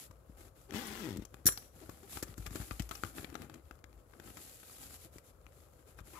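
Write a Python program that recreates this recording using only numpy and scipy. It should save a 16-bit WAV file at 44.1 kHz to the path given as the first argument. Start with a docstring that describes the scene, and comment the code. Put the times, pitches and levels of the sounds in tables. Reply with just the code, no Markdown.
"""The front zip of a small nylon pouch is pulled open in one run, close by on a bench: each tooth ticks,
scrapes and drums on the cloth panel. The metal slider and its tab then clink at the end of the track, as
decaying tones with a burst of noise. Fingers spread the pocket: shaped noise makes the stiff cloth swish and
creak, cracks with a crumble of noise make it snap, and short pushes bump the pouch softly in a quiet room."""
import sys
import numpy as np
from scipy import signal
from scipy.fft import rfft, irfft, next_fast_len
from scipy.io import wavfile
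from scipy.ndimage import uniform_filter1d

SR = 44100
rng = np.random.default_rng(int(sys.argv[2]) if len(sys.argv) > 2 else 0)


def dump_mix(stems):
    """Bounce the given channels to the path in sys.argv[1] as a 16-bit WAV at rate SR."""
    frames = np.atleast_2d(stems).T  # one column per channel
    limited = np.clip(frames, -1, 1)  # hard clip at full scale
    pcm = np.round(limited * 32767).astype(np.int16)
    wavfile.write(sys.argv[1], SR, pcm)


N = 272979
T = np.arange(N) / SR  # time of every sample, in seconds

# Snaps of stiff cloth, zip teeth and tab; each also kicks the pouch. Each row: time in seconds, reference
# peak level in dB, treble in dB against that level, time to die away by 60 dB in seconds.
SNAPS = [(0.109, -46.5, -9, 0.025), (.723, -35, -24, .014), (0.738, -31, -16, 0.014),
         (1.17, -38.5, -3, 0.01), (1.342, -33.5, -12.5, 0.0058), (1.486, -22, -25, 0.017),
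         (1.893, -39.5, -2.5, 0.029), (2.171, -27, -15, 0.019), (2.225, -30, -2, 0.045),
         (2.378, -42, -2, 0.029), (2.461, -30.5, -9, 0.048), (2.506, -42, -3, 0.022),
         (2.556, -33.5, -4.5, 0.028), (2.709, -27, -22, 0.024), (2.795, -30, -7, 0.039),
         (2.91, -28.5, -9.5, 0.041), (3.035, -20, -19, 0.0069), (3.047, -32, -12, 0.026),
         (3.182, -29.5, -27, 0.017), (3.244, -28, -15.5, 0.018), (3.352, -27, -17.5, 0.023),
         (3.496, -37, -14, 0.03), (3.709, -34, -17.5, 0.012), (3.84, -37, -14.5, 0.012),
         (4.135, -44.5, -29, 0.021), (4.198, -37, -12, 0.015), (4.274, -41.5, -23, 0.022),
         (4.369, -36.5, -8.5, 0.039), (4.63, -41.5, -29, 0.03), (5.183, -39.5, -6, 0.0081),
         (5.465, -40, -19, 0.0049), (5.987, -40, -13, .04)]


def undb(db):
    """Turn decibels into a gain."""
    return 10 ** (np.asarray(db) / 20)


def unit(x):
    """Scale a sound to an rms of 1."""
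    return x / np.sqrt(np.mean(x ** 2))


def curves(table):
    """Draw each column of a table as a control curve, sample by sample."""
    seconds, *columns = np.transpose(table)
    return [np.interp(T, seconds, column) for column in columns]


def colour(x, points):
    """Shape the spectrum through (Hz, dB) points with a filter that never answers ahead of its input."""
    size = next_fast_len(x.shape[-1] + 2048, real=True)
    hz, db = np.transpose(points)
    bins = np.fft.rfftfreq(size, 1 / SR)
    gain = undb(np.interp(np.log(bins + 1), np.log(hz), db))
    # folding the cepstrum gives the filter its minimum phase
    cepstrum = irfft(np.log(gain), size)
    cepstrum[1:size // 2] *= 2
    cepstrum[size // 2 + 1:] = 0
    response = np.exp(rfft(cepstrum))
    return irfft(rfft(x, size) * response, size)[..., :x.shape[-1]]


def noise(count, split_hz=900):
    """Make white noise at two ports: alike in the bass, unrelated in the treble."""
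    mid, side = rng.standard_normal((2, count))
    side = signal.sosfilt(signal.butter(1, split_hz, "high", fs=SR, output="sos"), side)
    return unit(np.array([mid + side, mid - side]))


def walk(rate):
    """Wander smoothly at random, with this many knots per second and a spread near 1."""
    knots = rng.standard_normal(4096)
    return 1.2 * np.interp(T * rate, np.arange(len(knots)), knots)


def ring(modes, t, spread=0):
    """Sum the decaying tones of a struck object; spread (0-1) scatters their starting phases."""
    tones = 0
    for hz, t60, db in modes:
        phase = 2 * np.pi * (hz * t + spread * rng.random())
        tones = tones + undb(db - 60 * t / t60) * np.cos(phase)
    return tones


def resonate(x, hz, q):
    """Pass a sound through one broad resonance with gain 1 at its centre."""
    return signal.lfilter(*signal.iirpeak(min(hz, SR / 3), max(q, 1), fs=SR), x)


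def fade(t, t60):
    """Decay exponentially, by 60 dB in t60 seconds."""
    return np.exp(-np.log(1000) * t / max(t60, 1e-3))


def add(out, s, sound, db):
    """Place a sound at a time in seconds with a given peak level."""
    start = int(s * SR)
    part = sound[..., :N - start] * undb(db) / np.abs(sound).max()
    out[:, start:start + part.shape[-1]] += part


def even(x, seconds=0.035):
    """Hold the short-term rms near 1, so that a level curve can play the sound."""
    power = uniform_filter1d(np.mean(np.atleast_2d(x) ** 2, axis=0), int(seconds * SR))
    return x / np.sqrt(np.abs(power) + 1e-3 * power.max())


def zipper(jitter=.07, scatter_db=2.5, tooth_t60=0.021, scrape=0.31, tick=2.4,
           slow_hz=130, soft_hz=190, soft_db=6):
    """Each parting tooth ticks, scrapes and plucks the panel; the tape's resonances sink as the zip opens."""
    # Slider speed. Each row: time in seconds, average teeth per second.
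    slider = [(.722, 74.4), (.745, 100), (.76, 208), (.8, 266), (.87, 207), (.99, 228), (1.11, 102),
              (1.16, 86), (1.19, 39), (1.24, 35)]
    # Pull on the zip. Each row: time in seconds, tooth rasp level in dB, panel drumming level in dB.
    pull = [(0.725, -56.5, -48.5), (0.753, -42.5, -38.5), (0.829, -47, -50.5), (0.989, -47, -50.5),
            (1.041, -48.5, -41.5), (1.097, -49.5, -43.5), (1.195, -63, -44), (1.245, -59.5, -55.5),
            (1.25, -52.5, -62)]
    # Colour of the rasp. Each row: frequency in Hz, gain in dB.
    rasp_colour = [(400, 2.5), (600, -27.5), (750, -5.5), (1100, -6), (1400, -8), (2000, -10.5),
                   (2600, -9.5), (3300, -10.5), (4200, -12.5), (7200, -15), (8700, -15.5), (12000, -14.5),
                   (14700, -15), (16000, -28)]
    # Resonances of the zip chain and its tape. Each row: frequency in Hz, sharpness Q, gain in dB.
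    chain = [(787, 9.8, 2.5), (1460, 5.9, -4), (1940, 6.4, 2.5), (3340, 10, -5)]
    # Taut front panel. Each row: frequency in Hz, time to fall 60 dB in seconds, relative level in dB.
    panel_modes = [(110, 0.07, 1.5), (209, 0.054, 8.5), (308, 0.031, 13), (465, 0.0088, -31)]
    # the rasp runs along the opened tape and back, a longer way with every tooth
    tape_s, tape_s_per_tooth, tape_db = .0023, .000012, -9.5

    rate, = curves(slider)
    rasp_level, panel_level = curves(pull)
    moving = (T > slider[0][0]) & (T < slider[-1][0])
    teeth_passed = np.cumsum(moving * rate * (1 + jitter * walk(180))) / SR
    teeth = np.diff(np.ceil(teeth_passed), prepend=0) * undb(scatter_db * rng.standard_normal(N))

    t = T[:SR // 8]
    contact = signal.fftconvolve(teeth, fade(t, tooth_t60))[:N] + scrape * moving
    rasp = colour(contact * noise(N) + tick * teeth, rasp_colour)
    rasp = rasp + sum(undb(db) * resonate(rasp, hz, q) for hz, q, db in chain)
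    back = T - tape_s - tape_s_per_tooth * teeth_passed
    rasp = rasp + undb(tape_db) * np.array([np.interp(back, T, port) for port in rasp])

    # slow teeth let go gently and sound mostly the panel's lowest mode
    gentle = 1 / (1 + (rate / slow_hz) ** 4)
    soft = signal.sosfilt(signal.butter(1, soft_hz, fs=SR, output="sos"), teeth * gentle)
    pluck = teeth * (1 - gentle) + undb(soft_db) * soft
    panel = signal.fftconvolve(pluck, -ring(panel_modes, t))[:N]
    panel = signal.sosfilt(signal.butter(2, 520, fs=SR, output="sos"), panel)
    return even(rasp) * undb(rasp_level) + even(panel) * undb(panel_level)


def clinks():
    """The slider ticks on its way, then hits its stop with the tab; each knock excites the modes differently."""
    # Slider and tab knocking together. Each row: time in seconds, clash peak level in dB,
    # tab ring peak level in dB, time for the clash to fall 60 dB in seconds.
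    knocks = [(0.8703, -31.5, -62, 0.0045), (1.457, -22.5, -67.5, 0.04), (1.466, -11.5, -46, 0.022),
              (1.4702, -18, -52, 0.029), (1.474, -16, -59, 0.047), (1.49, -33, -60, .025),
              (1.522, -31, -72, 0.056), (1.5745, -36.5, -40.5, .045)]
    # Slider's metal tones. Each row: frequency in Hz, time to fall 60 dB in seconds, average level in dB.
    slider_modes = [(4156, .25, -31), (5778, .05, -4), (5810, .45, -31), (6019, .3, -30), (6845, .05, -7),
                    (7097, .06, -7), (7520, .2, -22), (8672, .05, -10), (9957, .06, -5), (10102, .12, 0),
                    (10615, .07, -8), (10732, .07, -6), (12540, .28, -17), (14037, .05, -2),
                    (14160, .06, -4)]
    # Pull tab's tones. Each row: frequency in Hz, time to fall 60 dB in seconds, average level in dB.
    tab_modes = [(4958, .035, 0), (5790, .25, -26), (14160, .16, -1)]
    # Colour of the clash noise. 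Each row: frequency in Hz, gain in dB.
    clash_colour = [(500, -6), (1000, -24.5), (1500, -6), (3000, -17), (4500, -10.5), (6500, -11),
                    (8500, -7.5), (10500, -2), (12500, -10.5), (14200, 5), (15500, -29)]
    # the slider rings as loud as its clash at full_ring_db; softer knocks lose ring_slope dB of ring per dB
    full_ring_db, ring_slope = -12, 1.42

    out, t = np.zeros((2, N)), T[:SR // 2]
    for s, peak_db, tab_db, t60 in knocks:
        add(out, s, colour(noise(len(t)) * fade(t, t60), clash_colour), peak_db)
        slider_db = full_ring_db + ring_slope * (peak_db - full_ring_db)
        for modes, tone_db in ((slider_modes, slider_db), (tab_modes, tab_db)):
            ports = []
            for _ in range(2):
                scattered = [(hz, life, db + rng.standard_normal()) for hz, life, db in modes]
                ports.append(ring(scattered, t, spread=1))
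            add(out, s, np.array(ports), tone_db)
    return out


def snap(s, db, treble_db, hz, t60, crack=3.2, edge_crack=1.5, grain_db=4, body_db=-3.0, edge_db=3,
         fold_q=3, fold=.8, build_s=0.00042, reach=1.9):
    """A crack and a brief crumble ring a resonance, as a fold does; gives body and edge as (s, sound, dB)."""
    # Colour of the snap's body. Each row: frequency in Hz, gain in dB.
    body_colour = [(300, -2), (600, -10.5), (770, -1), (1000, -8.5), (1350, -1.5), (1700, -10), (2100, -10),
                   (2440, -5.5), (2800, -11), (3230, -5.5), (4500, -11.5), (9000, -21)]
    # Colour of its bright edge. Each row: frequency in Hz, gain in dB.
    edge_colour = [(1500, -11.5), (3000, -5), (6000, 4), (7500, 7), (9000, 0), (14000, 4.5), (16000, -12)]

    t = T[:SR // 10]
    knots = t[::30]
    grains = undb(grain_db * np.interp(t, knots, rng.standard_normal(len(knots))))
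    crumble = noise(len(t)) * grains * fade(t, t60) * (1 - np.exp(-t / build_s))
    force = crumble + crack * (t == 0)
    body = colour(force, body_colour) + fold * resonate(force, hz, fold_q)
    # a large, low-pitched fold moves too slowly to radiate treble
    soft = signal.butter(2, np.clip(reach * hz, 2000, SR / 3), fs=SR, output="sos")
    edge = colour(crumble + edge_crack * (t == 0), edge_colour)
    return [(s + 0.001021, signal.sosfilt(soft, body), db + body_db),
            (s + 0.000997, edge, db + treble_db + edge_db)]


def snaps(flex_level):
    """Cloth, teeth and tab snap and tick; small creases give way at random, louder in harder flexing."""
    # Bright ticks of loose zip teeth and of the pull tab. Each row: time in seconds,
    # reference peak level in dB.
    ticks = [(1.25, -35.5), (1.574, -28.5), (2.281, -42), (2.82, -33.5), (2.89, -33), (2.952, -29)]
    tick_hz, tick_treble_db, tick_t60_s = 5400, -9.5, 0.023
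    fold_hz, fold_spread_octaves = 1400, 0.27
    # crease level is against the flexing cloth
    creases_per_s, crease_db, crease_spread_db = 15, 9.5, 4
    crease_treble_db, crease_t60_s = -9, 0.0094

    def pitch(z):
        """Scatter the resonance from snap to snap."""
        return fold_hz * 2 ** (fold_spread_octaves * z)

    events = [(s, db, treble_db, pitch(rng.standard_normal()), t60) for s, db, treble_db, t60 in SNAPS]
    events += [(s, db, tick_treble_db, tick_hz, tick_t60_s) for s, db in ticks]
    for i in np.flatnonzero(rng.random(N - SR // 100) < creases_per_s / SR):
        size, tension = rng.standard_normal(2)
        level = flex_level[i] + crease_db + crease_spread_db * size
        events.append((T[i], level, crease_treble_db, pitch(tension), crease_t60_s))

    out = np.zeros((2, N))
    for event in events:
        for s, sound, db in snap(*event):
            add(out, s, sound, db)
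    return out


def hands(unsteady_hz=18, unsteady_db=2):
    """Each stroke swells, holds and dies away over a resting grip; gives sliding and flexing levels in dB."""
    # Strokes over the cloth: finding the tab, letting go, working into the pocket, spreading it,
    # drawing the fingers out, a new grip. Each row: start in seconds, end in seconds,
    # average sliding level in dB, average flexing level in dB.
    strokes = [(-.03, 0.063, -53.5, -58.5), (0.376, 0.494, -62, -58), (0.558, 0.694, -66, -66.5),
               (0.684, .75, -70, -50), (1.33, 1.437, -74.5, -59), (1.491, 1.693, -62, -63),
               (1.734, 2.12, -64, -60.5), (2.098, 2.215, -51.5, -57), (2.22, 2.337, -64, -57),
               (2.373, 2.496, -61, -58.5), (2.51, 2.636, -55.5, -53), (2.624, 2.876, -59, -62),
               (2.91, 3.126, -56, -57), (3.148, 3.255, -53, -47.5), (3.263, 3.466, -64.5, -49.5),
               (3.487, 3.59, -72, -52.5), (4.137, 4.302, -67, -57), (4.237, 4.453, -60, -61.5),
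               (4.409, 4.796, -56, -66.5), (4.791, 4.974, -55.5, -61), (4.987, 5.067, -58, -68),
               (5.126, 5.191, -59.5, -61), (5.24, 5.312, -66.5, -77), (5.42, 5.963, -71.5, -70),
               (5.869, 5.918, -63.5, -60), (5.976, 6.012, -59.5, -52), (6.057, 6.24, -58.5, -58)]
    grip_slide_db, grip_flex_db = -76.5, -70.5
    # each swell and release takes a least time plus a share of the stroke's length
    attack_s, release_s, ease_share = 0.017, 0.024, .14

    def ease(t, seconds):
        """Rise smoothly from 0 to 1 around t = 0."""
        return (1 + np.tanh(2 * t / seconds)) / 2

    slide_power, flex_power = undb(grip_slide_db) ** 2, undb(grip_flex_db) ** 2
    for start, end, slide_db, flex_db in strokes:
        slack = ease_share * (end - start)
        shape = ease(T - start, attack_s + slack) * ease(end - T, release_s + slack)
        slide_power = slide_power + (shape * undb(slide_db)) ** 2
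        flex_power = flex_power + (shape * undb(flex_db)) ** 2
    return 10 * np.log10([slide_power, flex_power]) + unsteady_db * walk(unsteady_hz)


def cloth(slide_level, flex_level, swish_db=-0.5, creak_db=-8.5, flex_db=-3, creak_share=0.29,
          weave_db=1.5, catch_db=4.0, flutter_db=3, slips_per_s=110, crackle=12, fizz=7):
    """Skin hisses over the weave, fibres catch and slip, panels flex; creaks take both sliding and flexing."""
    # Colour of the swish. Each row: frequency in Hz, gain in dB.
    swish_colour = [(700, -21.5), (2000, -7), (4000, -5.5), (6000, -7.5), (7300, -1.5), (8800, -5),
                    (11000, 3), (13000, -5), (14500, -1), (16000, -34.5)]
    # Colour of the creak. Each row: frequency in Hz, gain in dB.
    creak_colour = [(350, -8.5), (620, -9.5), (760, 10), (950, -5), (1300, 2.5), (1800, -2.5), (2400, -5),
                    (3300, -10), (5000, -17), (9000, -43)]
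    # Colour of the flexing panels. Each row: frequency in Hz, gain in dB.
    flex_colour = [(35, -29.5), (60, 6.5), (110, 1), (220, -0.5), (340, 2), (450, -8.5), (700, -15.5),
                   (1200, -44)]

    creak_level = creak_share * slide_level + (1 - creak_share) * flex_level
    catch = walk(260)
    weave = (catch + walk(43)) / 2
    slips = (rng.random(N) < slips_per_s / SR) * rng.standard_normal(N)
    swish = unit(colour(noise(N) * undb(weave_db * weave) + fizz * slips, swish_colour))
    creak = unit(colour(noise(N) * undb(catch_db * catch) + crackle * slips, creak_colour))
    flex = unit(colour(noise(N) * undb(flutter_db * catch), flex_colour))
    out = swish * undb(slide_level + swish_db)
    out = out + creak * undb(creak_level + creak_db)
    return out + flex * undb(flex_level + flex_db)


def drags(waver=0.11, overtone=0.58, grit=0.31, top=3.9):
    """A dry fingertip sticks and slips: a short, coarse, half-pitched rub."""
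    # Fingertips dragging over cloth and piping. Each row: start in seconds, end in seconds,
    # average stick-slip rate in Hz, level of the pitched part in dB at the middle.
    rubs = [(0.688, 0.714, 340, -53), (1.81, 1.852, 341, -52.5), (2.023, 2.062, 400, -56.5),
            (5.044, 5.074, 330, -58), (6.132, 6.224, 1099, -54.5)]
    out = np.zeros((2, N))
    for start, end, hz, db in rubs:
        slip = np.sin(2 * np.pi * np.cumsum(hz * (1 + waver * walk(hz / 3))) / SR)
        band = signal.butter(1, [hz * 0.79, hz * top], "band", fs=SR, output="sos")
        tone = unit(signal.sosfilt(band, slip + overtone * slip ** 2))
        rub = tone + grit * unit(signal.sosfilt(band, noise(N)))
        swell = np.sin(np.pi * np.clip((T - start) / (end - start), 0, 1))
        out += rub * undb(db) * swell
    return out


def bumps():
    """A short push sets the pouch wobbling; a quicker one reaches its higher modes."""
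    # Soft bumps of the pouch, from hands, snapping folds and the slider hitting its stop.
    # Each row: time in seconds, peak level in dB, quickness of the push in Hz.
    pushes = [(0.099, -45, 70.6), (0.295, -41, 100), (1.186, -31.5, 112), (1.455, -23, 135),
              (1.892, -34, 324), (2.227, -28.5, 269), (2.291, -41, 65.6), (2.379, -35, 127),
              (2.394, -34, 62), (2.469, -37.5, 55), (2.51, -36, 100), (2.555, -29, 260), (2.599, -30.5, 93),
              (2.71, -30.5, 83.5), (2.799, -24, 100), (3.044, -37.5, 70), (5.05, -48, 87.7),
              (5.159, -41.5, 235), (6.006, -41.5, 67)]
    # Whole pouch on the bench. Each row: frequency in Hz, time to fall 60 dB in seconds, relative level in dB.
    pouch_modes = [(56.7, 0.34, -12), (100, 0.051, -1.5), (183.6, 0.034, 0), (296, 0.027, 10),
                   (505, 0.038, -1)]
    # kick from each snap: level against the snap's reference level, quickness of the push
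    recoil_db, recoil_hz = -12.5, 260

    out, body = np.zeros((2, N)), ring(pouch_modes, T[:SR // 3])
    recoils = [(s, db + recoil_db, recoil_hz) for s, db, _, _ in SNAPS]
    for s, db, hz in list(pushes) + recoils:
        push = np.hanning(int(SR / (2 * hz)) + 3)
        add(out, s, signal.fftconvolve(body, push), db)
    return out


def reflections(x, t60=0.27, wet_db=-18, sway=0.051):
    """Near surfaces return the treble with delays that shift as the pouch moves; a faint tail follows."""
    # Bench, side wall, boxes. Each row: average delay in seconds, gain in dB.
    surfaces = [(.0019, -37.5), (.0034, -16.5), (.0052, -18.5)]
    bright = signal.sosfilt(signal.butter(1, 700, "high", fs=SR, output="sos"), x)
    early = 0
    for delay, db in surfaces:
        back = T - delay * (1 + sway * walk(0.95))
        early = early + undb(db) * np.array([np.interp(back, T, port) for port in bright])
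    t = T[:SR // 2]
    tail_colour = [(100, -17), (500, 2), (5000, -8.0), (15000, -12)]  # (Hz, dB)
    tail = colour(noise(len(t)) * fade(t, t60) * (t > .003), tail_colour)
    tail = tail / np.sqrt(np.sum(tail ** 2) / 2)
    return early + undb(wet_db) * signal.fftconvolve(x, tail, axes=1)[:, :N]


def room_murmur(level_db=-60.5):
    """The quiet room is steady noise, strongest in the bass."""
    # Colour of the room. Each row: frequency in Hz, gain in dB.
    room_colour = [(25, -32), (45, 11), (80, 8), (160, -5.5), (220, -18), (350, -13), (520, -3),
                   (800, -18.5), (1000, -18.5), (1300, -17.5), (2000, -39), (3200, -44.5), (5500, -59.5),
                   (11000, -42), (16000, -39.5)]
    return unit(colour(noise(N), room_colour)) * undb(level_db)


def scene():
    """Sum the pouch's sounds, their reflections and a low room murmur."""
    slide_level, flex_level = hands()
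    pouch = zipper() + clinks() + snaps(flex_level)
    pouch = pouch + cloth(slide_level, flex_level) + drags() + bumps()
    return pouch + reflections(pouch) + room_murmur()


def record(dry, lag_samples=2.5, bass_hz=47, top_hz=15700):
    """The right port hears later and with its own colour; deep bass and the top are cut."""
    # Right port, shaded in the middle treble. Each row: frequency in Hz, right minus left in dB.
    ports = [(60, -5.5), (200, -6.5), (380, -10.5), (530, 7), (700, -2.5), (1000, -13), (1500, -17.5),
             (3500, -15.5), (4500, -23.5), (5800, -46), (7200, -34.5), (8500, -5), (10000, -2), (12000, 12),
             (15000, 1)]
    hz, lean_db = np.transpose(ports)
    f = np.fft.rfftfreq(N, 1 / SR)
    right = undb(np.interp(np.log(f + 1), np.log(hz), lean_db))
    lag = np.exp(-2j * np.pi * f * lag_samples / SR)
    # the two ports' gains average 1 at every frequency
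    gains = 2 * np.array([np.ones_like(right), right * lag]) / (1 + right)
    heard = irfft(rfft(dry) * gains, N)
    heard = signal.sosfilt(signal.butter(4, bass_hz, "high", fs=SR, output="sos"), heard)
    return signal.sosfilt(signal.ellip(10, .2, 80, top_hz, fs=SR, output="sos"), heard)


dry = scene()
out = record(dry)
dump_mix(out)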